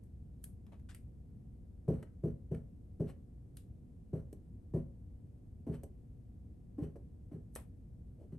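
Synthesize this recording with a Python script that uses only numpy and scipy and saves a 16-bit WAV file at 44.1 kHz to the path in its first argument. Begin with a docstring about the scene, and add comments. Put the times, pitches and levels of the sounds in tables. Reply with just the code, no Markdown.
"""In a small studio, a palette knife dabs thick paint onto a stretched canvas that hangs on a wooden board.
Decaying modes make the taut cloth, the board and the steel blade; short damped pushes make the frame's rocking.
Noise and random grains make cloth flap, squishing paint, slides and soft scuffs, and ticks as the paint lets go.
Wet smacks nearby are crackling films with a popping cavity; below lie ventilation rumble, hum and hiss.
A two-port microphone picks it up, with treble resonances and phase differences between its ports."""
import sys
import numpy as np
from scipy import signal
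from scipy.fft import rfft, irfft, next_fast_len
from scipy.io import wavfile
from scipy.ndimage import map_coordinates

SR = 44100
rng = np.random.default_rng(int(sys.argv[2]) if len(sys.argv) > 2 else 0)


def inscribe(sig):
    """Save sig as 16-bit PCM at rate SR to the path in sys.argv[1].

    A 1-D sig is mono; a 2-D sig holds one channel per row.
    Samples are clipped to [-1, 1] before scaling.
    """
    pcm = np.round(np.clip(np.atleast_2d(sig).T, -1, 1) * 32767)
    wavfile.write(sys.argv[1], SR, pcm.astype(np.int16))


N = 369858  # length of the scene in samples

# dabs of the knife: first_touch_s, cloth_ring_db (relative), frame_knock_db (relative), knock_lag_s
DABS = [(1.8819, -31.5, -22, 0.01), (2.2374, -41, -25.5, .01), (2.515, -41.5, -28.5, 0.0096),
        (2.9993, -45, -26, .011), (4.1328, -41.5, -29, .01), (4.739, -42, -24, .011),
        (5.668, -33.5, -29.5, .034), (6.783, -35, -30.5, .045), (7.315, -44.5, -37, 0.035),
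        (8.322, -53.5, -39.5, 0.012)]
# modes of the taut cloth under the blade's tip: frequency_hz, level_db, t60_s (before any extra damping)
CLOTH_MODES = [(232.5, -5, .2), (290, 1, 0.15), (371.8, -10, 0.19), (422, -11.5, 0.16), (505, -19.5, 0.1),
               (582, -22, 0.24), (660, -25.5, .15), (783, -25.5, 0.27), (827, -28, .15), (933, -37.5, .18),
               (1058, -30.5, .22)]
FIRM_DB = -24  # the knock of a firm dab, the reference for force


def amp(db):
    """Level law: 20 dB is a factor of ten in amplitude."""
    return 10 ** (np.asarray(db) / 20)


def unit(x):
    """Normalization to an rms of 1."""
    return x / np.sqrt(np.mean(x ** 2) + 1e-20)


def along(points, hz):
    """Logarithmic frequency scale: interpolate (Hz, value) points along it."""
    point_hz, value = np.transpose(points)
    return np.interp(np.log(hz + 1), np.log(point_hz + 1), value)


def filtered(x, response):
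    """Linear filtering: multiply the spectrum of x by a complex response of frequency."""
    n = x.shape[-1]
    padded = next_fast_len(n + 8192)  # room for the filter's tail
    hz = np.fft.rfftfreq(padded, 1 / SR)
    return irfft(rfft(x, padded) * response(hz), padded)[..., :n]


def noise(spectrum, shape):
    """Spectral shaping of white noise, to an rms of 1."""
    white = rng.standard_normal(shape)
    return unit(filtered(white, lambda hz: amp(along(spectrum, hz))))


def spread(pair):
    """Diffuse field: mix two unrelated signals to a set coherence between the two ports."""
    # likeness of left and right: frequency_hz, correlation [1 = alike]
    likeness = [(60, 1), (250, 0.81), (500, .25), (1000, 0.12), (6500, 0.45), (8500, 1), (12000, .85),
                (14000, .2)]

    def mid_and_side(hz):
        angle = np.arccos(np.clip(along(likeness, hz), -1, 1)) / 2
        return np.array([np.cos(angle), np.sin(angle)])

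    mid, side = filtered(pair, mid_and_side)
    return np.array([mid + side, mid - side])


def add(track, s, sound):
    """Superposition: mix a sound into the track at time s."""
    part = track[max(round(s * SR), 0):][:len(sound)]
    part += sound[:len(part)]


def room_tone():
    """Stationary background: diffuse ventilation rumble and faint hiss, with harmonics of mains hum."""
    # ventilation rumble: frequency_hz, density_db (per Hz, relative)
    rumble_colour = [(12, -18.5), (26, -9.5), (38, -8), (55, -0.5), (100, -0.5), (150, -8), (240, -11),
                     (310, -18.5), (480, -28.5), (630, -34), (790, -40.5), (1000, -47.5), (1500, -60.5),
                     (3000, -78.5)]
    # faint hiss: frequency_hz, density_db (per Hz, relative)
    hiss_colour = [(300, -22), (900, 8.5), (2000, 5), (4000, -1), (7000, -2), (11000, -4), (15000, 2)]
    # hum lines of the ventilation: mains_multiple, level_db (rms)
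    hum_lines = [(1, -63), (8, -84.5), (12, -93.5)]
    rumble_db, hiss_db, mains_hz = -54, -87.5, 60
    t = np.arange(N) / SR
    hum = np.zeros(N)
    for multiple, db in hum_lines:
        hum += amp(db) * np.sqrt(2) * np.sin(2 * np.pi * round(multiple) * mains_hz * t)
    rumble = amp(rumble_db) * noise(rumble_colour, (2, N))
    hiss = amp(hiss_db) * noise(hiss_colour, (2, N))
    return spread(rumble + hiss) + hum


def crackle(spectrum, rate):
    """Shot noise: a quarter second of tiny bursting films, rate a second on average, rms 1."""
    n = SR // 4
    bursts = rng.random(n) < rate / SR
    grains = bursts * rng.choice([-1, 1], n) * rng.uniform(0.29, 1, n)
    return unit(filtered(grains, lambda hz: amp(along(spectrum, hz))))


def burst(length):
    """Impulsive envelope: a snap that peaks at half its length; longer ones swell more gently."""
    u = 2 * np.arange(SR // 4) / SR / length
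    return u * np.exp(1 - u)


def cavity(hz):
    """Cavity resonance: the colour of a small wet pocket that rings at hz, as (Hz, dB per Hz)."""
    # a small wet pocket: pitch_multiple, density_db (per Hz, relative)
    pocket = [(.2, -15), (.5, -5.5), (1, 0), (1.63, -9), (5, -19), (12, -37)]
    return [(hz * multiple, db) for multiple, db in pocket]


def uneven():
    """Chance resonances: a response with random peaks and dips over frequency."""
    depth_db, spacing_hz = 2, 261.7
    knots = rng.standard_normal(SR // 200)
    return lambda hz: amp(depth_db * map_coordinates(knots, [hz / spacing_hz], mode="mirror"))


def smacks():
    """Film rupture: a wet film breaks in a bright snap and pops its cavity; the room scatters it into a hush."""
    # quick wet smacks: start_s, snap_db (relative), pop_db (relative), pop_hz
    quick_events = [(0.036, -69, -101, 1500), (.44, -46, -69.5, 1810), (.665, -77, -71, 1180),
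                    (0.796, -77, -79, 1490), (0.946, -53.5, -63, 2620), (3.569, -52, -64, 3660),
                    (7.552, -47.5, -66, 2040), (7.559, -44, -46, 610)]
    # slower wet squelches: start_s, level_db (relative), length_s, cavity_hz
    slow_events = [(.718, -68.5, 0.025, 620), (.888, -65, 0.026, 1900)]
    # colour of a breaking film: frequency_hz, density_db (per Hz, relative)
    film_colour = [(200, -29), (800, -44), (2500, -6.5), (5500, -5), (8500, 4), (11200, 5.5), (13000, 3),
                   (15500, 5.5)]
    smack_s = 0.0033  # every quick film breaks about this fast
    fizz_db = -24  # the crackle of a squelch under its cavity
    films = 25  # tiny films that burst in one pop: their rate is this over the length
    swell_s, swell_db = 0.014, -28.5  # time constant of the hiss before a smack; level re the snap

    direct, scattered = np.zeros(N), np.zeros((2, N))
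    t = np.arange(SR // 4) / SR
    fade = (1 - np.exp(-t / 0.003)) * np.exp(-np.log(1000) * t / 0.21)  # t60 0.21 s
    quick = [(s, snap_db, pop_db, hz, smack_s) for s, snap_db, pop_db, hz in quick_events]
    slow = [(s, db + fizz_db, db, hz, length) for s, db, length, hz in slow_events]
    for s, snap_db, pop_db, hz, length in quick + slow:
        resonances = uneven()
        snap = amp(snap_db - 3) * crackle(film_colour, rate=13000)
        pop = amp(pop_db - 0.5) * crackle(cavity(hz), rate=films / length)
        add(direct, s, burst(length) * filtered(snap + pop, resonances))
        # a faint hiss swells just before each smack
        swell = np.exp((t - t[-1]) / swell_s) * crackle(film_colour, rate=2700)
        add(direct, s - t[-1], amp(snap_db + swell_db) * swell)
        for port in scattered:  # a longer snap puts more energy into the room
            snap_hush = amp(snap_db + 10.5) * noise(film_colour, len(t))
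            pop_hush = amp(pop_db + 18.5) * noise(cavity(hz), len(t))
            add(port, s, np.sqrt(length) * fade * filtered(snap_hush + pop_hush, resonances))
    return direct + spread(scattered)


def ring(modes, rise, scatter_db, damping=1):
    """Modal superposition: one second of decaying modes, a little different for each blow."""
    t = np.arange(SR) / SR
    hz, db, t60 = np.transpose(modes)[:, :, None]
    level = db + scatter_db * rng.standard_normal(hz.shape)
    sign = (-1) ** np.arange(len(hz))[:, None]  # neighbouring modes swing in opposite directions
    decay = np.exp(-np.log(1000) * damping * t / t60)
    waves = sign * amp(level) * decay * np.sin(2 * np.pi * hz * t)
    return waves.sum(0) * (1 - np.exp(-t / rise))


def squeeze(length, rise):
    """Pressure envelope: a press is quick to build, held for its length, then let go."""
    t = np.arange(SR // 4) / SR
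    return (1 - np.exp(-t / rise)) * np.exp(-(t / length) ** 3)


def dabs():
    """Impact excitation: the blade rings the cloth; the frame knocks on the board and rocks to rest."""
    # board and frame pressed together: frequency_hz, level_db, t60_s
    board_modes = [(59.6, -22, 0.86), (76.9, -18.5, .55), (109, -32.5, 0.09), (129, -27.5, 0.22),
                   (144, -25, 0.13), (180.3, -24.5, 0.55), (237.7, -15.5, .32), (373.9, -18, 0.28),
                   (415.5, -14, 0.13), (507, -27, .26), (550, -30, .24), (654, -38, .2), (813, -50.5, .22)]
    # the frame rocks from corner to corner: delay_s (from the knock; a negative one comes before it),
    # frequency_hz, half_length_s, level_db
    contacts = [(0, 147.3, 0.0052, 0), (-.0072, 352, .0045, -12.5), (.0135, 395, 0.0046, -12),
                (.0255, 196, .003, -10.5), (.0375, 150, 0.003, -7)]
    # the crowd of short-lived cloth modes: frequency_hz, density_db (per Hz, relative)
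    flap_colour = [(150, -12.5), (280, 5), (440, -0.5), (620, -6.5), (800, -23.5), (1100, -28.5),
                   (1400, -53.5), (2500, -56)]
    flap_db, flap_grows = -39, 1.55  # cloth flap in a firm dab; its dB per dB of knock

    out = np.zeros(N)
    lead = 1 / 20  # seconds from the start of a push to its middle
    t = np.arange(2 * round(lead * SR)) / SR - lead
    for s, ring_db, knock_db, lag in DABS:
        force_db = knock_db - FIRM_DB
        add(out, s, amp(ring_db - 4.0) * ring(CLOTH_MODES, rise=0.0025, scatter_db=2))
        flap = squeeze(0.037, rise=0.00093) * noise(flap_colour, SR // 4)
        add(out, s - .001, amp(flap_db + flap_grows * force_db) * flap)
        add(out, s + lag, amp(knock_db) * ring(board_modes, rise=0.013, scatter_db=3.0))
        for delay, hz, length, db in contacts:  # each soft contact is one short, heavily damped push
            push = -np.cos(2 * np.pi * hz * t) * np.exp(-(t / length) ** 2)
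            hardness_db = 0.22 * force_db * np.log2(hz / 150)  # harder knocks are brighter
            level_db = knock_db + db + hardness_db + rng.normal(0, 0.66)
            add(out, s + lag + delay - lead, amp(level_db) * push)
    return out


def paint():
    """Viscous flow, friction and adhesion: paint squishes, blade or cloth scuffs, and peeling paint snaps."""
    # squishing paint: frequency_hz, density_db (per Hz, relative)
    squish_colour = [(100, -44), (500, 11), (1000, -1), (1500, -3), (2900, -14), (4000, -19.5), (5400, -25),
                     (6000, -17), (6600, -31), (7700, -20), (12000, -20), (15000, -40)]
    # slides and soft scuffs of blade or cloth: middle_s, paint_db, half_length_s, cloth_db
    scuffs = [(1.944, -74, .007, -64), (2.549, -63.5, .005, -66), (3.095, -65, 0.022, -61),
              (5.745, -66, 0.019, -59), (6.838, -70, .018, -55), (8.224, -87, 0.031, -62)]
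    # the rasp of a slide or scuff: frequency_hz, density_db (per Hz, relative)
    scuff_colour = [(150, -25.5), (500, 11), (1900, 0.5), (3000, -2), (4500, -12), (6500, -16), (8500, -10),
                    (12000, -14.5), (16000, -16)]
    # the cloth springing back: frequency_hz, density_db (per Hz, relative)
    spring_colour = [(200, -23), (350, 6.5), (620, -0.5), (900, -20.5), (1600, -45)]
    # the blade peels off: start_s, tick_db (relative), brightness_db_per_octave, cloth_db (relative)
    releases = [(2.026, -55.5, -2, -46.5), (4.327, -56.5, 7, -47), (5.833, -52.5, 7, -41.5),
                (6.956, -60, -8.5, -44.5)]
    # the tick before its brightness tilt: frequency_hz, density_db (per Hz, relative)
    tick_colour = [(150, -22), (500, -0.5), (1900, 2), (3000, -7.5), (4500, -16.5), (8000, -11),
                   (12000, -11), (16000, -13.5)]
    squish_db, squish_grows = -68.5, 0.4  # squish in a firm dab; its dB per dB of knock
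    press_s, press_grows = 0.18, .4  # press length if the cloth rang as loud as a firm knock; dB per dB of ring
    tick_s, tick_shortens = 0.0063, 0.026  # plain tick; share lost per dB per octave of brightness

    out = np.zeros(N)
    for s, ring_db, knock_db, _ in DABS:  # a harder dab squishes louder, a deeper one longer
        level_db = squish_db + squish_grows * (knock_db - FIRM_DB)
        length = press_s * amp(press_grows * (ring_db - FIRM_DB))
        squish = squeeze(length, rise=0.0014) * crackle(squish_colour, rate=3100)
        add(out, s - .003, amp(level_db) * squish)
    t = np.arange(SR // 4) / SR - 1 / 8
    for s, db, length, cloth_db in scuffs:  # each swells and fades evenly
        rasp = amp(db) * crackle(scuff_colour, rate=3000)
        cloth = amp(cloth_db) * noise(spring_colour, len(t))
        add(out, s + t[0], np.exp(-(t / length) ** 2) * (rasp + cloth))
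    for s, db, bright_db, cloth_db in releases:  # thin paint snaps brighter and quicker than thick
        colour = [(hz, level + bright_db * np.log2(hz)) for hz, level in tick_colour]
        length = tick_s * np.exp(-tick_shortens * bright_db)
        add(out, s, amp(db - 5.5) * burst(length) * crackle(colour, rate=3500))
        add(out, s, amp(cloth_db - 6.5) * burst(length + 0.0031) * noise(spring_colour, SR // 4))
        cloth_ring = ring(CLOTH_MODES, rise=0.00044, scatter_db=2.0, damping=1.2)
        add(out, s, amp(cloth_db - 10.5) * cloth_ring)
    return out


def blade(x):
    """Driven resonance: the paint noise x excites the faint ring of the steel."""
    # the steel blade, damped by paint: frequency_hz, level_db, t60_s
    steel_modes = [(3080, -8, .04), (4130, -3, 0.056), (6040, -1, 0.11), (7780, 1.5, 0.098)]
    steel = ring(steel_modes, rise=.0002, scatter_db=5.5)
    driven = signal.fftconvolve(x, steel)[:N]
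    return amp(-25.5) * np.std(x) * unit(driven)  # level re the paint noise


def studio(x, gap):
    """Reverberation: the walls answer after a short gap; the treble dies first."""
    # decay of the room: frequency_hz, t60_s
    decay_times = [(60, 0.48), (160, 0.3), (420, 0.27), (1100, 0.35), (3000, 0.25), (8000, 0.16),
                   (15000, 0.18)]
    hz, t, z = signal.stft(rng.standard_normal((2, SR)), SR, nperseg=256)
    decay = np.exp(-np.log(1000) * t / along(decay_times, hz)[:, None])
    tail = signal.istft(z * decay, SR, nperseg=256)[1]
    # silent for half the gap, full at one and a half gaps
    onset = np.clip(np.arange(tail.shape[1]) / SR / gap - .5, 0, 1)
    tail = spread(tail) * onset
    return signal.fftconvolve(x[None], tail / np.linalg.norm(tail[0]), axes=1)[:, :N]


def scene():
    """Direct and reverberant sound: the canvas has a studio answer; the smacks are closer and drier."""
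    thumps, wet = dabs(), paint()
    wet = wet + blade(wet)
    answer = amp(-10.0) * studio(thumps, gap=0.014) + amp(-10.0) * studio(wet, gap=0.006)
    return thumps + wet + answer + smacks() + room_tone()


def record(dry):
    """Port resonance: two ports boost the treble, differ in level and phase, and stop at a band limit."""
    # resonance of the ports: frequency_hz, gain_db
    port_gain = [(6000, 1.5), (8000, 4.5), (9200, 7.5), (11300, 10), (13000, -9), (16000, -17.5)]
    # left over right: frequency_hz, difference_db
    port_tilt = [(330, 0.5), (500, 2), (4000, 4), (7000, 4.5), (8500, -0.5)]
    # phase by which left leads: frequency_hz, lead_rad
    port_lead = [(1000, 0), (3000, .8), (6000, .5), (7500, 1.3), (8500, 0), (10250, -3.14), (12700, -7),
                 (13450, -9.42), (15200, -12.57)]
    top_hz = 16200
    sides = np.array([[.5], [-.5]])  # left and right each take half the difference

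    def ports(hz):
        gain = amp(along(port_gain, hz) + sides * along(port_tilt, hz))
        phase = np.exp(1j * sides * along(port_lead, hz))
        return gain * phase * (hz < top_hz)

    return filtered(dry, ports)


dry = scene()
out = record(dry)
inscribe(out)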